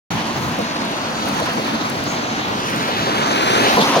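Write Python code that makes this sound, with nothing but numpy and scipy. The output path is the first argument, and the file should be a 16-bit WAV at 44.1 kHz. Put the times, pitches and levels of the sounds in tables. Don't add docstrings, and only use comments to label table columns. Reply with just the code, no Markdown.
import sys
import numpy as np
from scipy import signal
from scipy.fft import rfft, irfft
from scipy.io import wavfile
from scipy.ndimage import uniform_filter1d, map_coordinates

SR = 44100
rng = np.random.default_rng(int(sys.argv[2]) if len(sys.argv) > 2 else 0)


def master(y):
    cut = np.clip(np.atleast_2d(y).T, -1, 1)
    pcm = np.round(cut * 32767)
    wavfile.write(sys.argv[1], SR, pcm.astype(np.int16))


N = 176400
T, HZ = np.arange(N) / SR, np.arange(N // 2 + 1) * SR / N + 1e-3
MIC_DELAY_S = 0.000509
FALLOFF, HISS_FALLOFF = 0.97, 0.81

# closest_at_s, speed_m_per_s (negative is oncoming), distance_m
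NEAR_DRIVE = (3.772, 20, 5.3)
FAR_DRIVE = (1.66, -13.5, 14.2)
TAXI_DRIVE = (-1.4, 17, 5)
# time_s, left_of_road_ahead_deg
PHONE_HEADING = [(0, 3.7), (1.5, 10.8), (2, 25), (2.45, 25.3), (2.6, 37), (3.05, 40), (4, 43.6)]
# pitch_hz, level_db
ROAR_TONE = [(40, -40), (110, -13.5), (250, 0.5), (520, -0.5), (1000, 1), (1450, -6), (2100, -12.5),
             (3100, -13), (4200, -10.5), (5100, -19), (6300, -17), (7800, -37), (10300, -27), (13000, -37),
             (15500, -40)]
HISS_TONE = [(150, -14.5), (330, 1.5), (600, -3), (1000, -2), (1500, 0), (2100, -6), (3000, -5),
             (4400, -10), (5100, -13.5), (6400, -15.5), (7800, -28), (10500, -44), (15500, -42)]
WAKE_TONE = [(150, -27), (400, -19), (750, 7), (1080, 7.5), (1400, -6.5), (2500, 0.5), (6000, -10),
             (9000, -36)]
FAR_TONE = [(120, -14.5), (290, 1), (450, -5), (700, -3), (1020, 2), (1500, -15), (2400, -12), (3300, -15),
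            (4500, -8.5), (5300, -24), (6500, -20), (8000, -33), (15000, -44)]
GRIT_TONE = [(2500, -18), (5000, 2), (7500, 3.5), (9500, 6), (12000, 0.5), (14500, 3), (16000, -10)]
WASH_TONE = [(25, -32), (55, -20), (90, -18.5), (130, -7), (230, 1), (400, -8), (900, -4.5), (1400, -7.5),
             (2400, -13.5), (3300, -15.5), (4300, -19), (5100, -20), (6400, -19.5), (7900, -35.5),
             (10500, -41), (12500, -41), (15500, -39)]
RUMBLE_TONE = [(25, -51), (60, -16), (110, -0.5), (150, 0.5), (200, -2.5), (320, -37.5)]
SIZZLE_TONE = [(4000, -22), (6500, -39), (8200, 0.5), (10300, 5.5), (13000, -4), (15500, -2.5)]
# start_s, level_db, lag_share, treble_tilt_db_per_octave, length_factor
JOINT_HITS = [(0.583, -21, 1, -3, 0.48), (0.599, -27, 0.8, -2, .6), (1.295, -31.5, 0.3, -6, 1),
              (1.395, -23, 0.52, 0.5, 1.1), (1.472, -28, 0.28, 9, 0.83), (1.57, -26.5, 0.66, 3, 1.4),
              (2.881, -26, 0.61, -0.5, 0.78), (2.735, -31, .6, -5, 0.67), (3.07, -21.5, 0.87, 0, 0.91),
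              (3.294, -23, 0.85, 3, 0.9), (3.769, -13, 0.51, -0.5, 0.93), (3.957, -13, 0.25, -0.5, 0.67)]
# pitch_hz, width_hz, level_db, rise_s
TYRE_NOTES = [(188, 36, -10.5, 0.037), (322, 71, -15, 0.029), (494, 100, 0, .017), (692, 63, -3, 0.015),
              (1040, 83, 1, 0.0037)]
# start_s, rise_s, pitch_hz, width_hz, level_db, lag_share
HISS_SWELLS = [(2.06, 0.039, 6500, 460, -35, -.6), (2.68, .13, 4200, 900, -35, .7),
               (2.63, 0.2, 2950, 200, -42, 0.8), (3.797, 0.019, 3600, 840, -19.5, 0.6),
               (3.3, .016, 5800, 900, -31, 0.6), (3.952, 0.01, 6000, 900, -28, .1)]
# start_s, level_db
GRIT_TICKS = [(.589, -34), (.85, -35), (1.288, -32), (1.533, -34), (1.67, -35), (1.899, -26), (2.039, -31),
              (2.761, -28.5)]
# pitch_hz, width_hz, level_db
TRAM_NOTES = [(222.6, 12.7, -34), (280, 41, -33), (671.7, 11, -40), (4110, 20, -63)]
# time_s, level_db
WASH_LEVELS = [(.1, -23.5), (.5, -26.5), (.9, -26), (1.4, -24), (2, -25.5), (2.5, -26.5), (3, -28),
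               (4, -25)]
RUMBLE_LEVELS = [(.1, -29), (.3, -34.5), (.49, -30.5), (.56, -42), (1.1, -40.5), (1.5, -36), (2.4, -34.5),
                 (2.9, -35), (3.6, -34), (4, -38.5)]
SIZZLE_LEVELS = [(.1, -53), (.6, -48.5), (1.12, -49), (1.3, -41), (1.65, -46.5), (1.8, -51), (2.1, -49),
                 (2.3, -67), (2.55, -56), (2.68, -42), (3.1, -55), (3.7, -40.5), (4, -53)]


def near_car(wheelbase_m=2.7, rear_db=-6, scatter_db=-4.5, sand_db=-37):
    front = moving_stereo(*axle(wheelbase_m / 2))
    rear = undb(rear_db) * moving_stereo(*axle(-wheelbase_m / 2))
    nearness, _, _ = drive(NEAR_DRIVE)
    spray = undb(sand_db) * nearness ** 1.1 * sand()
    scattered = undb(scatter_db) * all_round(lambda: axle(0)[0])
    return front + rear + scattered + spray


def axle(offset_m, roar_db=-19.5, wake_db=-20, hiss_db=-18, shake_db=0.7):
    nearness, going_away, lag = drive(NEAR_DRIVE, offset_m)
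    behind = (1 + np.tanh(4 * (going_away - 0.061))) / 2
    roar = undb(roar_db) * noise(ROAR_TONE) + undb(wake_db) * behind * noise(WAKE_TONE)
    hiss = undb(hiss_db) * (1 - behind) * noise(HISS_TONE)
    shake = undb(shake_db * wobble(90))
    return (roar * nearness ** FALLOFF + hiss * nearness ** HISS_FALLOFF) * shake, lag


def sand(grains_per_s=1200, size_spread_db=4):
    size = undb(size_spread_db * np.minimum(rng.exponential(size=N), 4))
    hits = rng.random(N) < grains_per_s / SR
    grains = np.sqrt(abs(uniform_filter1d(hits * size ** 2, size=40)))
    return all_round(lambda: noise(GRIT_TONE)) * grains / np.sqrt(np.mean(grains ** 2))


def joint_thumps():
    out = np.zeros((2, N))
    for hz, width, note_db, rise in TYRE_NOTES:
        note, octaves = ring(hz, width), np.log2(hz / 500)
        for start, db, lag, tilt_db, length in JOINT_HITS:
            gain = undb(db + note_db + tilt_db * octaves)
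            add_burst(out, still_stereo(gain * note, lag), start, rise * length)
    return out


def hiss_swells():
    out = np.zeros((2, N))
    for start, rise, hz, width, db, lag in HISS_SWELLS:
        add_burst(out, still_stereo(undb(db) * ring(hz, width), lag), start, rise)
    return out


def far_car(level_db=-28, ahead_db=3, rough_db=1.6):
    nearness, going_away, lag = drive(FAR_DRIVE)
    roar = noise(FAR_TONE) * nearness ** FALLOFF
    gain = undb(level_db - ahead_db * going_away + rough_db * wobble(29))
    return moving_stereo(roar * gain, lag)


def taxi(level_db=-19):
    nearness, _, lag = drive(TAXI_DRIVE)
    return moving_stereo(noise(WAKE_TONE) * nearness ** FALLOFF * undb(level_db), lag)


def grit():
    out, tick = np.zeros((2, N)), still_stereo(noise(GRIT_TONE), lag=0)
    for start, db in GRIT_TICKS:
        add_burst(out, undb(db) * tick, start, rise_s=0.001)
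    return out


def tram(growth_db_per_s=1):
    hum = sum(undb(db) * ring(hz, width) for hz, width, db in TRAM_NOTES)
    return still_stereo(hum * undb(growth_db_per_s * (T - 3.5)), lag=0.31)


def background(flicker_db=1.5, throb_db=2.3, sparkle_db=3.3):
    wash = all_round(lambda: noise(WASH_TONE), spacing=0.97)
    wash *= undb(curve(WASH_LEVELS) + flicker_db * wobble(30))
    rumble = all_round(lambda: noise(RUMBLE_TONE))
    rumble *= undb(curve(RUMBLE_LEVELS) + throb_db * wobble(6.7))
    sizzle = all_round(lambda: noise(SIZZLE_TONE))
    sizzle *= undb(curve(SIZZLE_LEVELS) + sparkle_db * wobble(120))
    return wash + rumble + sizzle


def shimmer(sound, count=20, depth_db=1.2):
    place = np.interp(np.log(HZ), np.log([100, 14000]), [0, count - 1])
    spectrum = rfft(sound)
    bands = (irfft(spectrum * np.maximum(1 - abs(place - k), 0), N) for k in range(count))
    return sum(band * undb(depth_db * wobble(8)) for band in bands)


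def drive(path, offset_m=0):
    closest_at, speed, distance = path
    along = speed * (T - closest_at) + offset_m
    reach = np.hypot(along, distance)
    bearing = np.arctan2(distance, along) - np.radians(curve(PHONE_HEADING))
    return distance / reach, np.sign(speed) * along / reach, np.sin(bearing)


def moving_stereo(sound, lag):
    times = [T + side * lag * MIC_DELAY_S / 2 for side in (1, -1)]
    return np.array([map_coordinates(sound, [t * SR], order=3, mode="mirror") for t in times])


def still_stereo(sound, lag):
    return np.array([sound, np.roll(sound, int(lag * MIC_DELAY_S * SR))])


def all_round(source, spacing=0.84, likeness=0.93):
    alike = likeness * np.sinc(2 * HZ * MIC_DELAY_S * spacing)
    gains = [np.sqrt(np.clip(1 + sign * alike, 0, 2) / 2) for sign in (1, -1)]
    mid, side = (irfft(rfft(source()) * gain, N) for gain in gains)
    return np.array([mid + side, mid - side])


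def add_burst(out, sound, start_s, rise_s):
    span = slice(int(start_s * SR), int((start_s + 7 * rise_s) * SR))
    age = (T[span] - start_s) / rise_s
    swell = (age * np.exp(1 - age)) ** 2
    burst = sound[:, span] * swell
    gain = sound[0, ::50].std() * np.sqrt(np.mean(swell ** 2) / np.mean(burst ** 2))
    out[:, span] += burst * gain


def noise(tone):
    hz, db = np.array(tone, float).T
    gain = undb(np.interp(np.log(HZ), np.log(hz), db))
    return shaped_noise(gain * HZ / np.hypot(HZ, 20))


def ring(hz, width):
    off_pitch = (HZ - hz * hz / HZ) / (2 * width)
    return shaped_noise(1 / (1 + off_pitch ** 2))


def shaped_noise(gain):
    sound = irfft(rfft(rng.standard_normal(N)) * gain, N)
    return sound / sound.std()


def wobble(rate_hz):
    return 1.2 * np.interp(T * rate_hz * 2, np.arange(4096), rng.standard_normal(4096))


def curve(rows):
    times, values = np.array(rows, float).T
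    return np.interp(T, times, values)


def undb(db):
    return 10 ** (np.asarray(db) / 20)


def scene():
    road = shimmer(near_car() + far_car() + taxi() + background())
    return road + tram() + joint_thumps() + grit() + hiss_swells()


def record(dry, start_s=0.1036, fade_in_s=0.0036, top_hz=15950):
    fade_in = np.clip((T - start_s) / fade_in_s, 0, 1)
    treble_cut = signal.ellip(10, .1, 80, top_hz, fs=SR, output="sos")
    return signal.sosfilt(treble_cut, dry * fade_in)


dry = scene()
out = record(dry)
master(out)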